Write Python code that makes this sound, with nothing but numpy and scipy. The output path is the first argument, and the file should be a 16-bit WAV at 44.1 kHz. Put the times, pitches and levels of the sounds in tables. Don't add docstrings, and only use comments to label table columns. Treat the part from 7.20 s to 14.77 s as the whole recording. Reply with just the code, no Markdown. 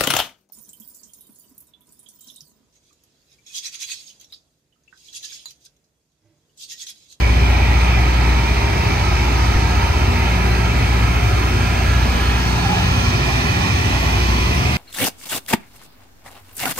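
import sys
import numpy as np
from scipy import signal
from scipy.fft import rfft, irfft, next_fast_len
from scipy.io import wavfile
from scipy.ndimage import uniform_filter1d

SR = 44100
rng = np.random.default_rng(int(sys.argv[2]) if len(sys.argv) > 2 else 0)


def store_wav(level_fs):
    pcm = np.round(np.clip(np.atleast_2d(level_fs), -1, 1) * 32767)
    wavfile.write(sys.argv[1], SR, pcm.T.astype(np.int16))


N = 333837
SIZE, HOP = 1024, 256
HZ = np.fft.rfftfreq(SIZE, 1 / SR)[:, None]
FRAME_S = np.arange(N // HOP + 5) * HOP / SR
T_S = np.arange(N) / SR

TURN_START_S, TURN_END_S = 4.08, 6.3

# f/Hz, relative level/dB per Hz
RUMBLE_COLOUR = [(15, -43), (25, -25), (33, -21), (40, -10), (50, -4), (60, -13), (81, -4), (123, -7.5),
                 (160, -9), (180, -14), (216, -12), (313, -17), (340, -18.5), (385, -13.5), (479, -26.5),
                 (600, -24), (780, -57), (1320, -120)]
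# f/Hz, likeness/1
RUMBLE_LIKENESS = [(60, 0.99), (130, 0.93), (250, 0.99), (400, 0.6), (600, 0.9)]
# f/Hz, share/1
CYCLE_REPEAT_SHARE = [(40, .3), (70, .2), (100, .3), (200, .25), (450, .22), (700, .05)]
RUMBLE_DB = (-24, -23.5)
CYCLE_HZ = 15

# t/s, level/dB
DRONE_LEVEL = [(0.0, -13.5), (1.18, -15), (1.56, -22.5), (2.3, -17), (2.5, -18), (2.95, -21.5),
               (3.4, -17.5), (3.8, -16), (4.34, -21.5), (4.83, -17), (5.27, -19.5), (5.54, -25),
               (5.69, -20.5), (6.2, -23), (6.37, -34.5), (6.6, -31), (6.68, -24), (6.85, -21.5),
               (7.12, -17), (7.42, -28), (7.57, -39)]
# t/s, level/dB
THIRD_LEVEL = [(0, -44.5), (.69, -29.5), (1.0, -39), (1.22, -30.5), (1.38, -44), (1.6, -30), (1.9, -33),
               (2.25, -35), (2.85, -39.5), (3.08, -29), (3.3, -25.5), (3.55, -29), (3.68, -40), (3.8, -28),
               (4.0, -32), (4.2, -48), (5.25, -32.5), (5.45, -24.5), (5.8, -29), (6.15, -43), (6.35, -28.5),
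               (6.65, -36), (6.9, -35.5), (7.57, -33)]
DRONE_HZ, THIRD_HZ = 59.76, 179.3
# f/Hz, usual level/dB
EXHAUST_NOTES = [(74.9, -28), (91, -31.5), (104.8, -32.5), (110.3, -31.5), (119.6, -31.5), (136, -39),
                 (240.4, -43.5), (254.5, -45.5), (300, -46), (316, -50.5), (359.6, -45)]
# middle t/s, length/s, f/Hz, change/dB
EXHAUST_SWELLS = [(0.047, 0.29, 91, -3), (0.051, .3, 104, -17), (.05, .3, 120, -10),
                  (0.243, 0.49, 254.5, 10), (.4, 0.33, 91, 7.5), (.7, 0.36, 120, 1), (.5, 0.6, 75, 2),
                  (1.0, 0.46, 137, 6.5), (1.1, 1.5, 316, 13), (1.45, 0.28, 241, 8), (1.55, 0.13, 104, 8),
                  (1.8, 0.65, 91, 6), (1.9, 0.57, 75, 3), (2.103, 0.58, 360, 10), (2.4, 0.91, 104, 1.5),
                  (2.45, 0.43, 316, 11), (2.7, 0.55, 91, 8), (2.85, 0.45, 75, 7), (2.95, 0.27, 241, 11.5),
                  (3.298, 0.86, 360, 7), (3.5, 0.57, 120, 3), (3.6, 1.15, 110, 5.5), (3.797, 0.14, 104, 2),
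                  (4.206, 0.49, 360, 8.5), (4.2, 0.36, 300, 9.5), (4.353, 0.78, 91, 8.5),
                  (4.396, 0.15, 75, -12), (4.446, 0.38, 241, 12.5), (4.49, 0.53, 137, 9),
                  (4.893, 0.17, 241, 13), (4.95, .2, 120, -18), (5.2, 0.72, 360, 6.5),
                  (5.7, 0.71, 120, 3.5), (5.8, 0.4, 91, 7), (5.832, 0.26, 241, 12.5),
                  (6.003, 0.85, 137, 7.5), (6.102, 0.11, 75, -12), (6.104, 0.54, 360, 9.5),
                  (6.5, 2.9, 254.5, 9), (6.75, 0.3, 300, 13), (6.8, 0.73, 91, 9.5), (6.898, .35, 75, -12),
                  (7.103, 0.66, 360, 7), (7.15, 0.22, 241, 13.5), (7.397, 0.36, 104, -6),
                  (7.502, 0.36, 91, -17), (7.3, 0.79, 75, 6), (7.45, .4, 120, 3), (7.45, 0.46, 137, 11)]
# f/Hz, level/dB
FAINT_NOTES = [(44.6, -43), (150.7, -41.5), (209.9, -48), (224.8, -50), (270.5, -44.5), (405.1, -40.5),
               (470.4, -49.5)]
# f/Hz, level before tilt/dB
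GEAR_NOTES = [(598.2, -50), (720, -47), (781.3, -48), (808, -49), (840, -50), (1120, -53), (1228, -50),
              (1260, -47), (1381, -46), (1608, -51), (1690, -50), (1715, -49), (1979, -52), (2342, -47),
              (2575, -51), (3067, -55), (4318, -57), (5836, -62), (6440, -61), (6560, -60)]
GEAR_TILT_DB_PER_OCTAVE = (-.5, 2.)

# t/s, level before throb/dB
WHINE_LEVEL = [(0, -45), (.3, -58), (.45, -37), (3.1, -35), (3.27, -44), (3.44, -36), (3.8, -42),
               (4.0, -61), (4.7, -49), (4.9, -43), (5.7, -43), (6.1, -56), (7.1, -42), (7.36, -44),
               (7.57, -46)]
# t/s, level/dB
UPPER_TONE_LEVEL = [(0, -51), (1.1, -45), (1.6, -42), (2.5, -43), (3.2, -44), (3.8, -47), (4.1, -46),
                    (4.85, -39), (5.4, -44.5), (6.1, -41), (6.5, -48), (7.57, -44)]
WHINE_HZ, WHINE_SINK_HZ_PER_S, UPPER_TONE_HZ = 919, 1.4, 998
THROB_HZ, THROB_START_S = 5.09, 1.05

# f/Hz, relative level/dB per Hz
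FAN_COLOUR = [(300, -18), (400, -20), (520, -13.5), (700, -1), (1000, -6), (1500, -11.5), (2000, -10),
              (2400, -4), (2900, -8), (3500, -13), (4600, -22), (6300, -19.3), (6900, -28.6), (7600, -29.4)]
# f/Hz, difference/dB
FAN_SHADE = [(300, -4), (400, -12), (520, -25), (700, -4.5), (1000, -3.5), (1500, -4), (2000, -2),
             (2400, -2.5), (2900, -3), (3500, -7), (4600, -14), (6300, -6.5), (6900, 2.0), (7600, 0.5)]
FAN_DB, FAN_LAG_SAMPLES = (-24.5, -23), (4.3, -9.5)
FAN_START_DB, FAN_RISE_S = -4.5, 0.45

# f/Hz, relative level/dB per Hz
FIZZ_COLOUR = [(7000, -29.5), (7500, -23.5), (8000, -31.5), (9000, -26), (9800, -29.5), (11400, -27.5),
               (12300, -34), (13700, -32.5), (14500, -44), (15600, -34.5)]
# f/Hz, phase/rad
FIZZ_PHASE = [(7000, -3.1), (7500, -2), (8200, 0), (9000, 0), (9700, 3.14), (10900, 3.14), (11750, 6.28),
              (13000, 6.28), (13600, 9.42), (14200, 9.42), (15200, 12.57)]
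# f/Hz, likeness/1
FIZZ_LIKENESS = [(7000, .6), (7700, .8), (8300, .97), (13000, .97), (14000, .85), (15000, .95)]
FIZZ_DB, FIZZ_GROWTH_DB_PER_S = -43.5, 0.61

# f/Hz, relative level before tilt/dB per Hz
STONE_COLOUR = [(300, -8.5), (400, -12), (520, -11), (700, -13), (1000, -5), (1500, -11.5), (2000, -9.5),
                (2400, -13.5), (2900, -12), (3500, -10), (4600, -10), (6300, -11), (6900, -18), (7600, -13)]
# f/Hz, difference/dB
BODY_SHADE = [(300, 0.5), (400, 1.5), (520, -6), (700, -1), (1000, -1.5), (1500, 0), (2000, -3), (2400, 6),
              (2900, 0.5), (3500, -1), (4600, -12), (6300, -11), (6900, 8.5), (7600, 13.5)]
STONE_DB, STONE_TILT_DB_PER_OCTAVE = (-24, -23.5), (-2.5, -0.64)
STONE_LAG_SAMPLES = 19.35

# middle t/s, length/s, f/Hz, climb/Hz per s, width/Hz, lift/dB
RING_BANDS = [(0.27, 1.26, 2360, -40, 320, 8), (2.2, 4.2, 2090, 1, 420, 3), (3.9, 1.2, 2470, 20, 200, 2.5),
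              (5.96, 0.48, 2440, 40, 190, 5), (6.84, 2.4, 2490, 38, 180, 5), (1.6, 0.89, 2340, -40, 290, 3),
              (3.7, 0.74, 2270, 1, 120, 4.5), (5.1, 0.73, 1690, 32.5, 39, 5), (3.3, 1.1, 1680, 1, 66, 6),
              (5.56, 0.28, 810, 3, 110, 8.5), (7.5, 1.4, 2250, 1, 440, 1), (6.3, 0.46, 790, 1, 81, 2.5),
              (2.2, 3.3, 1630, 5, 140, 4), (4.9, 1.7, 1660, 36, 79, 9.5), (6.45, 1.25, 1860, 152, 350, 6.5),
              (0.48, 0.7, 870, 1, 61, 6.5), (1.5, 3.6, 740, -5, 190, 1), (6.6, 0.8, 870, 1, 160, 2),
              (6.2, 1.9, 1104, 8, 64, 4.5), (2.7, 4.3, 1300, 8, 200, 6), (6, 2.9, 4400, 1, 190, 4),
              (5.7, 2.8, 6500, 1, 330, 4.5), (4.3, 7.2, 6500, 1, 230, 2.5), (2.07, 1.2, 6900, 1, 3600, 3),
              (2.5, 1.3, 4540, 1, 260, 4.5), (2.6, 3.3, 3360, 7, 260, -5), (4.6, 3.6, 2170, 1, 100, 1),
              (.5, 1.6, 1940, -20, 110, 5.5), (.6, 0.53, 1240, 1, 79, 4.5), (2.8, 1.8, 2740, 40, 180, 1.5),
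              (7.8, 0.73, 2100, 1, 120, 6), (5.3, 1.6, 1410, 40, 190, 5.5), (2.9, 4.2, 2856, 3, 145, -8.5),
              (7.2, 3.6, 2990, 1, 110, 3.5), (6.4, 1.7, 5500, 1, 820, 2), (7, 2.6, 6700, 1, 260, -5)]
# f/Hz, share/1
RING_LEFT_SHARE = [(900, 1), (1300, 0.64), (1700, 0.42), (2400, 0.61), (4400, 0.86), (6500, 0.98)]
HOLLOW_HZ, HOLLOW_CLIMB_S, HOLLOW_CLIMB_HZ_PER_S = 1500, 5.3, 80
HOLLOW_DB, BELOW_DB = (-1, -6.5), (-4.5, -1)
STRAND_DB = 2.3
# f/Hz, share/1
SPIN_REPEAT_SHARE = [(400, .15), (1000, .12), (1500, .18), (2500, .2), (3000, .14), (4000, .1), (5000, .03),
                     (7000, .02)]
SPIN_HZ = 60

SKIP_S, SKIP_LENGTH_S = 2.36, 0.00757
EDGE_HZ = 15760


def amp(db):
    return np.exp(np.asarray(db) * (np.log(10) / 20))


def evened(x):
    return x / np.sqrt(np.mean(x ** 2) + 1e-20)


def read(points, hz=HZ):
    f, value = np.transpose(points)
    return np.interp(np.log(hz + 1), np.log(f + 1), value)


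def level_at_frames(rows):
    t_s, level_db = np.transpose(rows)
    return np.interp(FRAME_S, t_s, level_db)


def hump(x, middle, width):
    return 1 / (1 + np.square(np.square(2 * (x - middle) / width)))


def turned(pair, t_s):
    share = np.clip((t_s - TURN_START_S) / (TURN_END_S - TURN_START_S), 0, 1)
    return pair[0] + (pair[1] - pair[0]) * np.sin(np.pi / 2 * share) ** 2


def wander(top_hz):
    f = np.geomspace(top_hz / 20, top_hz, 16)[:, None]
    phase = rng.random((16, 1))
    waves = np.sin(2 * np.pi * (f * FRAME_S + phase)) / np.sqrt(f)
    return evened(waves.sum(0))


def lag_phase(lag_samples):
    return -2 * np.pi * HZ * lag_samples / SR


def noise(colour_db, shade_db, likeness, phase, patchy_db):
    a, b, c, d, patches = rng.standard_normal((len(FRAME_S), len(HZ), 5)).T
    patches = uniform_filter1d(patches, size=10, axis=0)
    patches = evened(uniform_filter1d(patches, size=16, axis=1))
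    likeness = np.clip(likeness, 0, 1)
    right = a + 1j * b
    left = likeness * right + np.sqrt(1 - likeness ** 2) * (c + 1j * d)
    left = left * amp(shade_db) * np.exp(1j * phase)
    spectra = np.array([left, right]) * amp(colour_db + patchy_db * patches)
    out = signal.istft(spectra, nperseg=SIZE, noverlap=SIZE - HOP)[1][:, :N]
    return out / np.sqrt(np.mean(out[1] ** 2))


def band(lo_hz, hi_hz):
    low_skirt_db = -60 * np.log10(1 + (lo_hz / (HZ + 1)) ** 8) / 8
    return low_skirt_db - 20 * np.log10(1 + (HZ / hi_hz) ** 20)


def note(hz, db, waver_db, drift_hz, lag_samples):
    pitch_hz = np.interp(T_S, FRAME_S, hz + drift_hz * wander(top_hz=4))
    turns = np.cumsum(pitch_hz) / SR + rng.random()
    gain = np.interp(T_S, FRAME_S, np.sqrt(2) * amp(db + waver_db * wander(top_hz=9)))
    late_turns = np.array([[lag_samples], [0]]) * np.mean(hz) / SR
    shade_db = read(BODY_SHADE, np.mean(hz)) * np.array([[.5], [-.5]])
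    return gain * np.sin(2 * np.pi * (turns - late_turns)) * amp(shade_db)


def spun(x, turn_hz, repeat):
    size = next_fast_len(N + SR // 2)
    hz = np.fft.rfftfreq(size, 1 / SR)
    share = np.clip(read(repeat, hz), 0, .9)
    one_turn_late = np.exp(-2j * np.pi * hz / turn_hz)
    comb = np.sqrt(1 - share ** 2) / (1 - share * one_turn_late)
    return irfft(rfft(x, size) * comb, size)[:, :N]


def ring_db():
    bands = []
    for s, length, hz, climb, width, db in RING_BANDS:
        bands.append((hz + climb * (FRAME_S - s), width, db * hump(FRAME_S, s, length)))
    hollow_hz = HOLLOW_HZ + HOLLOW_CLIMB_HZ_PER_S * np.maximum(FRAME_S - HOLLOW_CLIMB_S, 0)
    hollow_db, below_db = turned(HOLLOW_DB, FRAME_S), turned(BELOW_DB, FRAME_S)
    dips = [(.76, below_db), (1, hollow_db), (1.37, 0.35 * hollow_db), (1.78, 0.43 * hollow_db)]
    bands += [(ratio * hollow_hz, 150., db) for ratio, db in dips]
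    low = HZ[:SIZE // 5]
    lift_db = sum(db * hump(low, hz, width) for hz, width, db in bands)
    return np.pad(lift_db, ((0, len(HZ) - len(low)), (0, 0)))


def strands():
    field = rng.standard_normal((len(FRAME_S), len(HZ))).T
    for _ in range(2):
        field = uniform_filter1d(field, size=20, axis=1)
    return STRAND_DB * evened(field)


def rumble():
    sound = noise(read(RUMBLE_COLOUR), .9, read(RUMBLE_LIKENESS), lag_phase(17), patchy_db=.4)
    return amp(turned(RUMBLE_DB, T_S)) * spun(sound, CYCLE_HZ, CYCLE_REPEAT_SHARE)


def engines():
    out = note(DRONE_HZ, level_at_frames(DRONE_LEVEL), waver_db=-0.5, drift_hz=0.04, lag_samples=4.7)
    out += note(THIRD_HZ, level_at_frames(THIRD_LEVEL), waver_db=0.5, drift_hz=0.31, lag_samples=13.0)
    for hz, db in EXHAUST_NOTES:
        mine = [row for row in EXHAUST_SWELLS if abs(row[2] / hz - 1) < .025]
        swell_db = sum(change_db * hump(FRAME_S, s, length) for s, length, _, change_db in mine)
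        out += note(hz, db + swell_db, waver_db=1.6, drift_hz=0.7, lag_samples=13.0)
    for hz, db in FAINT_NOTES:
        out += note(hz, db, waver_db=3.0, drift_hz=0.0026 * hz, lag_samples=29.0)
    for hz, db in GEAR_NOTES:
        tilt_db = turned(GEAR_TILT_DB_PER_OCTAVE, FRAME_S) * np.log2(hz / 2500)
        out += note(hz, db + tilt_db, waver_db=3.0, drift_hz=0.1094 * np.sqrt(hz), lag_samples=1.7)
    return out


def whine():
    angle = 2 * np.pi * THROB_HZ * (T_S - THROB_START_S)
    throb = 1 + .5 * np.cos(angle) + .18 * np.cos(angle / 2)
    pitch_hz = WHINE_HZ - WHINE_SINK_HZ_PER_S * FRAME_S
    gear = note(pitch_hz, level_at_frames(WHINE_LEVEL), waver_db=1.5, drift_hz=2.2, lag_samples=6.0)
    upper_db = level_at_frames(UPPER_TONE_LEVEL) + 3.0 * wander(top_hz=29.96)
    upper = note(UPPER_TONE_HZ, upper_db, waver_db=1.2, drift_hz=3.2, lag_samples=4.6)
    return upper + throb * gear


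def fans(lift_db):
    colour_db = read(FAN_COLOUR) + lift_db + band(310, 4100)
    shade_db = read(FAN_SHADE) + (read(RING_LEFT_SHARE) - 1) * lift_db
    phase = lag_phase(turned(FAN_LAG_SAMPLES, FRAME_S)) + 0.47
    sound = noise(colour_db, shade_db, 0.82, phase, patchy_db=0.7)
    start_db = FAN_START_DB * np.clip(1 - T_S / FAN_RISE_S, 0, 1)
    return amp(turned(FAN_DB, T_S) + start_db) * sound


def fizz():
    colour_db = read(FIZZ_COLOUR) + band(5000, 18000)
    sound = noise(colour_db, 0.089, read(FIZZ_LIKENESS), read(FIZZ_PHASE), patchy_db=1.36)
    return amp(FIZZ_DB + FIZZ_GROWTH_DB_PER_S * T_S) * sound


def stones(lift_db):
    tilt_db = turned(STONE_TILT_DB_PER_OCTAVE, FRAME_S) * np.log2((HZ + 1) / 2000)
    colour_db = read(STONE_COLOUR) + tilt_db + lift_db + band(360, 6556)
    shade_db = read(BODY_SHADE) + (read(RING_LEFT_SHARE) - 1) * lift_db
    phase = lag_phase(STONE_LAG_SAMPLES) - .3
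    sound = noise(colour_db, shade_db, 0.58, phase, patchy_db=0.45)
    return amp(turned(STONE_DB, T_S)) * sound


def scene():
    lift_db = ring_db() + strands()
    background = rumble() + engines() + whine()
    roar = spun(fans(lift_db) + stones(lift_db), SPIN_HZ, SPIN_REPEAT_SHARE)
    return background + roar + fizz()


def record(dry):
    late = np.roll(dry, round(SKIP_LENGTH_S * SR), axis=1)
    cut = signal.butter(4, 38., "highpass", fs=SR, output="sos")
    fade = np.clip((T_S - SKIP_S) / 0.0019, 0, 1)
    joined = (1 - fade) * signal.sosfilt(cut, dry) + fade * signal.sosfilt(cut, late)
    lowpass = signal.firwin(1501, EDGE_HZ, window=("kaiser", 9), fs=SR)
    return signal.oaconvolve(joined, lowpass[None], "same")


dry = scene()
out = record(dry)
store_wav(out)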